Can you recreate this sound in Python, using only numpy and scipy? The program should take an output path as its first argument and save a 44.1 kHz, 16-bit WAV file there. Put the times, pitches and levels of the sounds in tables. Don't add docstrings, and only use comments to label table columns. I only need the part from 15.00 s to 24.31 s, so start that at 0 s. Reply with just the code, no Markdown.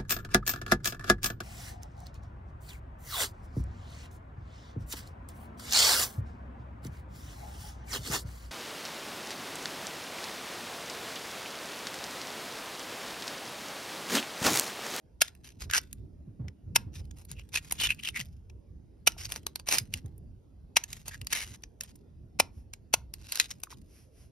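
import sys
import numpy as np
from scipy import signal
from scipy.fft import rfft, irfft, next_fast_len
from scipy.io import wavfile
from scipy.ndimage import uniform_filter1d, map_coordinates

SR = 44100
rng = np.random.default_rng(int(sys.argv[2]) if len(sys.argv) > 2 else 0)


def to_wav(sig):
    pcm = np.clip(np.atleast_2d(sig), -1, 1) * 32767
    pcm = np.round(pcm).astype(np.int16)
    wavfile.write(sys.argv[1], SR, pcm.T)


N = 410571


def amp(db):
    return 10 ** (np.asarray(db) / 20)


def unit_rms(x):
    return x / np.sqrt(np.mean(x ** 2, axis=-1, keepdims=True) + 1e-20)


def along(points, hz):
    f, v = np.transpose(points)
    return np.interp(np.log(hz + 1), np.log(f + 1), v)


def seconds(length):
    return np.arange(int(length * SR)) / SR


def add(track, s, x):
    start = max(round(s * SR), 0)
    part = x[:, :max(N - start, 0)]
    track[:, start:start + part.shape[1]] += part


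def filtered(x, response):
    m = next_fast_len(N + SR // 2)
    return irfft(rfft(x, m) * response(np.fft.rfftfreq(m, 1 / SR)), m)[..., :N]


def minimum_phase(x, gain, tail=1024):
    m = 2 * next_fast_len((x.shape[1] + tail) // 2)
    cepstrum = irfft(np.log(np.maximum(gain(np.fft.rfftfreq(m, 1 / SR)), 1e-6)))
    cepstrum[1:m // 2] *= 2
    cepstrum[m // 2 + 1:] = 0
    return irfft(rfft(x, m) * np.exp(rfft(cepstrum)), m)


def burst(x):
    return x / np.sqrt(np.sum(x ** 2, axis=1, keepdims=True) / (SR / 100))


# t/s, level/dB
GUSTS = [(0, -91), (0.05, -55.5), (0.5, -51.5), (0.7, -49.5), (1.4, -47.5), (1.58, -57.5), (1.7, -42.5),
         (2.5, -50.5), (2.8, -49.5), (3.3, -47.5), (3.8, -52), (4.05, -46), (4.5, -53.5), (5.05, -42),
         (5.4, -55), (6.2, -51.5), (7.6, -50.5), (9.3, -56.5)]
# f/Hz, level/dB
WIND_SPECTRUM = [(15, -39), (25, -22.5), (45, -7.5), (70, -5), (110, -11), (200, -17.5), (400, -22.5),
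                 (700, -33.5), (1200, -44.5), (2500, -52.5), (5000, -53), (8000, -56), (12000, -58),
                 (16000, -75.5)]


def wind(hiss_db=-56.0, patchy_db=3, flutter_db=1.74, flutter_hz=9):
    t = np.arange(N) / SR
    flutter = map_coordinates(rng.standard_normal(size=256), [t * flutter_hz], mode="wrap")
    gust = amp(np.interp(t, *np.transpose(GUSTS)) + flutter_db * flutter)
    spectra = signal.stft(rng.standard_normal((2, N)), nperseg=1024)[2]
    patches = uniform_filter1d(rng.standard_normal(spectra.shape[1:]), size=4, axis=0)
    patches = uniform_filter1d(patches, size=9, axis=1)
    noise = signal.istft(spectra * amp(patchy_db * unit_rms(patches)), nperseg=1024)[1][:, :N]
    air = unit_rms(filtered(noise, lambda hz: amp(along(WIND_SPECTRUM, hz))))
    rumble = filtered(air, lambda hz: 1 / (1 + (hz / 300) ** 4))
    return gust * rumble + amp(hiss_db) * (air - rumble)


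def fractures(t, rate, spread_db, dust_db):
    breaks = rng.random(len(t)) < rate / SR
    sizes = amp(spread_db * np.clip(rng.standard_normal(len(t)), -2, 2))
    clicks = unit_rms(breaks * sizes * rng.choice([-1, 1], (2, len(t))))
    return unit_rms(clicks + amp(dust_db) * rng.standard_normal((2, len(t))))


# f/Hz, level/dB
SHELL_SPECTRUM = [(60, -27), (200, -8.5), (600, -3.5), (1050, 1), (1500, 4), (2600, 7.5), (3500, 5),
                  (5500, 6), (7000, 7), (10000, -3), (13000, -4.5), (15200, -4.5), (16300, -29)]
# f/Hz, width/Hz, level/dB
PICK_MODES = [(2630, 87, -5.5), (4815, 420, -5), (10600, 590, -2.5)]


def shell(x, knock_db, bright_db, rings, flake_db=6, flake_width=0.039, flake_count=7):
    flake_hz = np.geomspace(1750, 13000, flake_count) * np.exp(rng.uniform(-0.24, 0.16, flake_count))
    modes = rings + [(hz, flake_width * hz, flake_db) for hz in flake_hz] + PICK_MODES

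    def gain(hz):
        body = amp(along(SHELL_SPECTRUM, hz))
        peaks = 1 + sum(amp(db) ** 2 / (1 + (2 * (hz - f) / width) ** 2) for f, width, db in modes)
        middle = (hz > 1400) & (hz < 7000)
        drawn_db = -10 * np.log10(np.average(peaks[middle], weights=body[middle] ** 2))
        tilt_db = along([(900, knock_db), (1500, drawn_db), (6500, drawn_db), (9000, bright_db - 1)], hz)
        return body * amp(tilt_db) * np.sqrt(peaks)
    return minimum_phase(x, gain)


# t/s, level/dB, knock/dB, brightness/dB, the shell's low, middle and high ring f/Hz
PICK_BLOWS = [(0.2166, -16, -4.5, 2.5, 648, 3220, 5100), (1.7598, -17, 0, 2.5, 900, 2634, 5450),
              (4.0728, -15.5, -1, 2, 660, 2833, 5790), (5.7675, -15.5, -3.5, -4, 900, 2245, 5830),
              (7.399, -16.5, 7, -0.5, 616, 2380, 5370), (7.9381, -19.5, 6, 3, 548, 2696, 5990)]
# f/Hz, width/Hz, level/dB
HAFT_MODES = [(656, 140, 4.5), (919, 130, 1.5), (1410, 130, 4)]


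def blows(lead_in_s=0.0095, lead_in_db=-10, crush_s=0.0034, t60=0.019, settle_db=-32, settle_t60=0.17,
          shove_db=27, crossover_hz=1000):
    out, t = np.zeros((2, N)), seconds(0.17) - lead_in_s
    after = np.maximum(t - crush_s, 0)
    decay = amp(-60 * after / t60) + amp(settle_db - 60 * after / settle_t60)
    envelope = np.where(t < 0, amp(lead_in_db + 19 * t / lead_in_s), decay)
    shove = amp(shove_db) * signal.unit_impulse(len(t), np.searchsorted(t, crush_s / 2))
    thud = np.outer([1, 0], signal.lfilter(*signal.butter(2, crossover_hz, fs=SR), shove))
    for s, db, knock_db, bright_db, low_hz, middle_hz, high_hz in PICK_BLOWS:
        crunch = burst(envelope * fractures(t, rate=6500, spread_db=4.5, dust_db=-5.5))
        crunch = signal.lfilter(*signal.butter(2, crossover_hz, "high", fs=SR), crunch)
        rings = HAFT_MODES + [(low_hz, 170, 6), (middle_hz, 260, 13), (high_hz, 240, 12.5)]
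        add(out, s - lead_in_s, amp(db) * shell(thud + crunch, knock_db, bright_db, rings, flake_db=4.0))
    return out


# start t/s, end t/s, level/dB, rise/dB, ring f/Hz, squeal/dB
SCRAPES = [(0.235, 0.288, -50.5, 0.5, 3380, 12), (0.446, 0.52, -57, -11.5, 3040, 6.5),
           (0.605, 0.65, -47, 0, 5370, 9), (0.728, 0.756, -26, 5.5, 1470, 25.5),
           (0.755, 0.785, -27, 1, 5740, 8.5), (1.94, 2.006, -52.5, 0.5, 5700, 9.5),
           (2.17, 2.227, -62.5, -8, 2430, -3), (2.297, 2.339, -52, -3, 6960, 11),
           (2.356, 2.419, -57.5, 3.5, 2630, 28), (2.537, 2.585, -33, 3.5, 2520, 12),
           (2.629, 2.788, -56, 2, 6800, 3.5), (2.789, 2.871, -28.5, 2, 3130, 20),
           (2.894, 2.923, -28, 1, 2744, 31), (2.994, 2.996, -34, -7, 2790, 35),
           (3.031, 3.09, -34.5, 7, 2910, 22), (3.15, 3.175, -32, 6, 2140, 27),
           (3.174, 3.221, -40.5, -9, 2740, 15.5), (4.183, 4.264, -44, 0, 5240, 9.5),
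           (4.29, 4.388, -50.5, -5, 5700, 0.5), (4.678, 4.79, -30, 1.5, 2400, 5),
           (4.926, 4.992, -55, -1, 2720, 8), (5.885, 6.028, -57, -4.5, 6800, 6),
           (6.06, 6.091, -46.5, 11, 6650, 2), (6.11, 6.154, -46, 7.5, 1740, 19.5),
           (6.315, 6.439, -34, -7.5, 2140, 10.5), (6.446, 6.557, -53.5, 1.5, 5750, 7.5),
           (6.82, 6.908, -59, -6, 3400, 6), (8.157, 8.397, -53.5, 31.5, 4460, 8),
           (8.405, 8.459, -38.5, -17, 3700, 14), (8.494, 8.521, -46, 9, 5560, 13),
           (8.705, 8.732, -50, 1, 1450, 4)]


def scrapes(edge_s=0.009, lean_db=3.5, slip_rate=140, slip_db=4.0, break_rate=2600, full_db=-28,
            thinning=0.23, plates=3):
    out = np.zeros((2, N))
    for start, end, db, rise_db, ring_hz, squeal_db in SCRAPES:
        length = end - start
        t = seconds(length + 4 * edge_s) - 2 * edge_s
        travel = np.clip(t / length, 0, 1) - 0.5
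        pressure = amp(-15 * (np.maximum(-t, 0) + np.maximum(t - length, 0)) / edge_s)
        pressure *= amp(rise_db * travel - lean_db * (2 * travel) ** 2)
        slip_index = np.cumsum(rng.random(len(t)) < slip_rate / SR)
        slip_age = t - t[np.searchsorted(slip_index, slip_index)]
        slip_size = amp(slip_db * np.clip(rng.standard_normal(len(t)), -1.6, 1.6)[slip_index])
        release = slip_size * (1 + np.exp(-slip_age / 0.002))
        rate = break_rate * amp(thinning * (db - full_db))
        grit = pressure * unit_rms(release * fractures(t, rate, spread_db=2.5, dust_db=-8.5))
        knock_db, bright_db = 9 - 0.92 * squeal_db, 3.5 - 0.45 * squeal_db
        for plate in range(plates):
            plate_hz = ring_hz * np.exp(0.055 * rng.standard_normal())
            caught = grit * (slip_index % plates == plate)
            sound = shell(caught, knock_db, bright_db, [(plate_hz, 215, squeal_db)], flake_db=7.5)
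            add(out, start - 2 * edge_s, amp(db) * sound)
    return out


# t/s, level/dB, knock/dB, brightness/dB, ring f/Hz
SHELL_CRACKS = [(0.28, -45.5, -7, -3.5, 3480), (0.6203, -42, 3.5, -11, 5100),
                (0.6993, -39.5, -0.5, -10, 1580), (0.7112, -34, -16, 0, 1750),
                (0.7356, -25.5, -13, -5.5, 1580), (0.7479, -28, -10, -4, 1482),
                (0.7789, -29, -5.5, -7.5, 5620), (0.9294, -52, -18.5, 17, 6750),
                (1.4827, -50, -4, -9, 1910), (2.1105, -54, 3, 0, 6660), (2.3153, -49.5, 4, 13, 6900),
                (2.3955, -52, 6, -7, 2660), (2.559, -28, -2, -3, 2560), (2.7108, -36.5, 1, 2, 1980),
                (2.723, -34.5, 10, 13, 6670), (2.8131, -34.5, 7, 4, 3130), (2.8374, -31.5, 5, 0.5, 2980),
                (3.2116, -40.5, -13.5, 0, 1940), (3.4984, -59, 5.5, -6, 2680),
                (4.1203, -48.5, -3.5, -4, 5480), (4.2538, -38, -19, -6, 4660), (4.3209, -34, -3, 5.5, 5530),
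                (4.3604, -38.5, 5.5, 0, 5770), (4.467, -33.5, 10, 5.5, 3920), (4.5578, -36.5, 5, 3.5, 4370),
                (4.5968, -47.5, 14.5, 2, 4640), (4.6875, -29, 7.5, 1, 5700), (4.724, -31.5, -9, 6, 2050),
                (4.7841, -25, -26, 5.5, 4980), (4.939, -31.5, -15, 2, 2820), (4.9745, -53.5, -2, 5, 5960),
                (5.1805, -78.5, -3.5, 25.5, 6360), (5.8381, -38, -21.5, 2.5, 6360),
                (5.9296, -39.5, -23, 3.5, 6270), (6.0816, -43, 5, 10, 6640), (6.215, -44.5, -3, 1.5, 2760),
                (6.2698, -37.5, -10, 3, 4740), (6.3308, -28.5, -9, 4, 1640), (6.6365, -43.5, 0.5, -7, 5940),
                (6.8094, -37.5, -13.5, 6, 7010), (6.8352, -51, 3, 13, 3280), (6.9582, -70.5, -3, 18, 6890),
                (7.7352, -43, -3.5, 0, 7040), (8.1387, -42, -1, 6.5, 4340), (8.3216, -34, -5, 8, 4300),
                (8.356, -35, -6, 7.5, 4210), (8.3994, -18, -8.5, -1.5, 4070),
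                (8.5129, -40, -24.5, -1.5, 5390), (8.6349, -39.5, 5, 9, 6360)]


def cracks(rise_s=0.004, rise_db=-15, t60=0.014, settle_db=-26, settle_t60=0.1):
    out, t = np.zeros((2, N)), seconds(0.09) - rise_s
    decay = amp(-60 * t / t60) + amp(settle_db - 60 * t / settle_t60)
    envelope = np.where(t < 0, amp(rise_db + 14 * t / rise_s), decay)
    for s, db, knock_db, bright_db, ring_hz in SHELL_CRACKS + chips():
        snap = burst(envelope * fractures(t, rate=3400, spread_db=4, dust_db=-8.0))
        sound = shell(snap, knock_db, bright_db, [(ring_hz, 220, 13)], flake_db=4.5)
        add(out, s - rise_s, amp(db) * sound)
    return out


def crumbs(rate=110, crumb_db=-50, t60=0.51):
    out, t, flake_t = np.zeros((2, N)), seconds(0.4), seconds(0.01)
    for _, end, db, *_ in SCRAPES:
        ticks = fractures(t, rate, spread_db=6.5, dust_db=-6.5) * amp(-60 * t / t60)
        flake = rng.standard_normal((2, len(flake_t))) * amp(-60 * flake_t / 0.019)
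        trickle = signal.fftconvolve(ticks, flake / np.linalg.norm(flake[0]), axes=1)
        add(out, end, amp(crumb_db + 0.4 * db) * shell(trickle, knock_db=-1, bright_db=2.8, rings=[]))
    return out


def chips(wait_s=0.06, chip_db=-67, spread_db=3, knock_db=0, bright_db=9, ring_hz=4500):
    chance = rng.standard_normal((len(SCRAPES), 4))
    return [(end + wait_s * np.exp(0.5 * late), chip_db + spread_db * loud,
             knock_db, bright_db + 5 * sharp, ring_hz * np.exp(0.25 * small))
            for (_, end, *_), (late, loud, sharp, small) in zip(SCRAPES, chance)]


# t/s, level/dB
DULL_THUMPS = [(0.655, -29), (1.272, -34), (1.393, -24.5), (1.437, -26.5), (1.47, -31.5), (1.664, -33.5),
               (1.864, -29.5), (1.992, -29), (3.189, -35), (4.804, -31), (4.941, -29), (5.042, -28.5),
               (6.213, -29.5), (6.505, -36), (7.225, -41.5), (7.567, -34)]


def thumps(start_hz=175, end_hz=62, glide_s=0.018, attack_s=0.0088, t60=0.17):
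    out, t = np.zeros((2, N)), seconds(0.18)
    glide_hz = end_hz + (start_hz - end_hz) * np.exp(-t / glide_s)
    low_band = signal.butter(2, [50, 260], "band", fs=SR, output="sos")
    for s, db in DULL_THUMPS:
        hz = glide_hz * np.exp(0.23 * rng.standard_normal())
        rustle = unit_rms(signal.sosfilt(low_band, rng.standard_normal((2, len(t)))))
        push = np.outer([1, 0], np.sin(2 * np.pi * np.cumsum(hz) / SR)) + 0.19 * rustle
        add(out, s, push * (1 - np.exp(-t / attack_s)) * amp(db - 60 * t / t60))
    return out


# t/s, level/dB, f/Hz
MUD_PLOPS = [(4.166, -43, 740), (8.671, -41, 1230), (8.726, -36.5, 1070), (8.741, -50, 3630)]


def plops(sink=0.2, glide_s=0.0031, attack_s=0.00026, t60=0.025):
    out, t = np.zeros((2, N)), seconds(0.06)
    for s, db, hz in MUD_PLOPS:
        pitch = hz * (1 + sink * (2 * np.exp(-t / glide_s) - 1))
        envelope = (1 - np.exp(-t / attack_s)) * amp(db - 60 * t / t60)
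        add(out, s, np.outer([1, 0], envelope * np.sin(2 * np.pi * np.cumsum(pitch) / SR)))
    return out


# t/s, half length/s, level/dB
SLEEVE_SWISHES = [(7.579, 0.051, -70), (8.972, 0.081, -62.5), (9.209, 0.065, -64)]
# f/Hz, level/dB
CLOTH_SPECTRUM = [(200, -18), (1000, -0.5), (2600, 2), (4000, -3), (5500, 5.5), (8000, -3), (11000, 4.5),
                  (14000, -15), (16000, -17.5)]


def sleeve():
    t = np.arange(N) / SR
    level = sum(amp(db) * np.exp(-((t - s) / half) ** 2) for s, half, db in SLEEVE_SWISHES)
    return level * filtered(rng.standard_normal((2, N)), lambda hz: amp(along(CLOTH_SPECTRUM, hz)))


# f/Hz, t60/s
POST_DECAY = [(300, .3), (2500, 0.2), (6000, 0.2), (12000, 0.03)]


def post_scatter(x):
    hz, t, spectra = signal.stft(rng.standard_normal((2, SR // 2)), SR, nperseg=256)
    tail = signal.istft(spectra * amp(-60 * t / along(POST_DECAY, hz)[:, None]), SR, nperseg=256)[1]
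    echo = signal.fftconvolve(x, tail / np.linalg.norm(tail[0]), axes=1)[:, :N]
    colour = [(500, -27), (1400, -23), (2500, -31.5), (4000, -28), (6000, -33.5), (9000, -41.5)]
    return filtered(echo, lambda hz: amp(along(colour, hz)))


# f/Hz, likeness/0-1
PORT_LIKENESS = [(100, .93), (350, 0.35), (800, 0.13), (1700, 0.21), (2600, 0.95), (3200, .3), (4400, 0.34),
                 (5200, 1), (6300, .88), (7800, 1), (9400, 0.6), (11000, 0.97), (13500, 0.87), (16000, .9)]
# f/Hz, lead/rad
LEFT_LEAD = [(2600, 0), (4300, 1.1), (5100, 0), (6000, 1.1), (7100, 2.9), (8600, 3.3), (9900, 6.1),
             (11600, 6.4), (13600, 9.3), (16000, 9.6)]


def microphone(x):
    def pickup(hz):
        angle = np.arccos(np.clip(along(PORT_LIKENESS, hz), 0, 0.98)) / 2
        return np.array([np.cos(angle), np.sin(angle)])
    direct, sideways = filtered(x, pickup)
    left_right = np.array([direct + sideways, direct - sideways])
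    return filtered(left_right, lambda hz: np.exp(0.5j * np.outer([1, -1], along(LEFT_LEAD, hz))))


def scene():
    work = blows() + cracks() + scrapes() + crumbs() + plops()
    near = microphone(work + post_scatter(work) + sleeve())
    return near + amp([[-0.9], [0.9]]) * microphone(wind() + thumps())


def record(dry, ceiling=0.88, top_hz=16800):
    rounded = dry / (1 + np.abs(dry / ceiling) ** 6) ** (1 / 6)
    return filtered(rounded, lambda hz: np.clip((top_hz - hz) / 700, 0, 1) ** 2)


dry = scene()
out = record(dry)
to_wav(out)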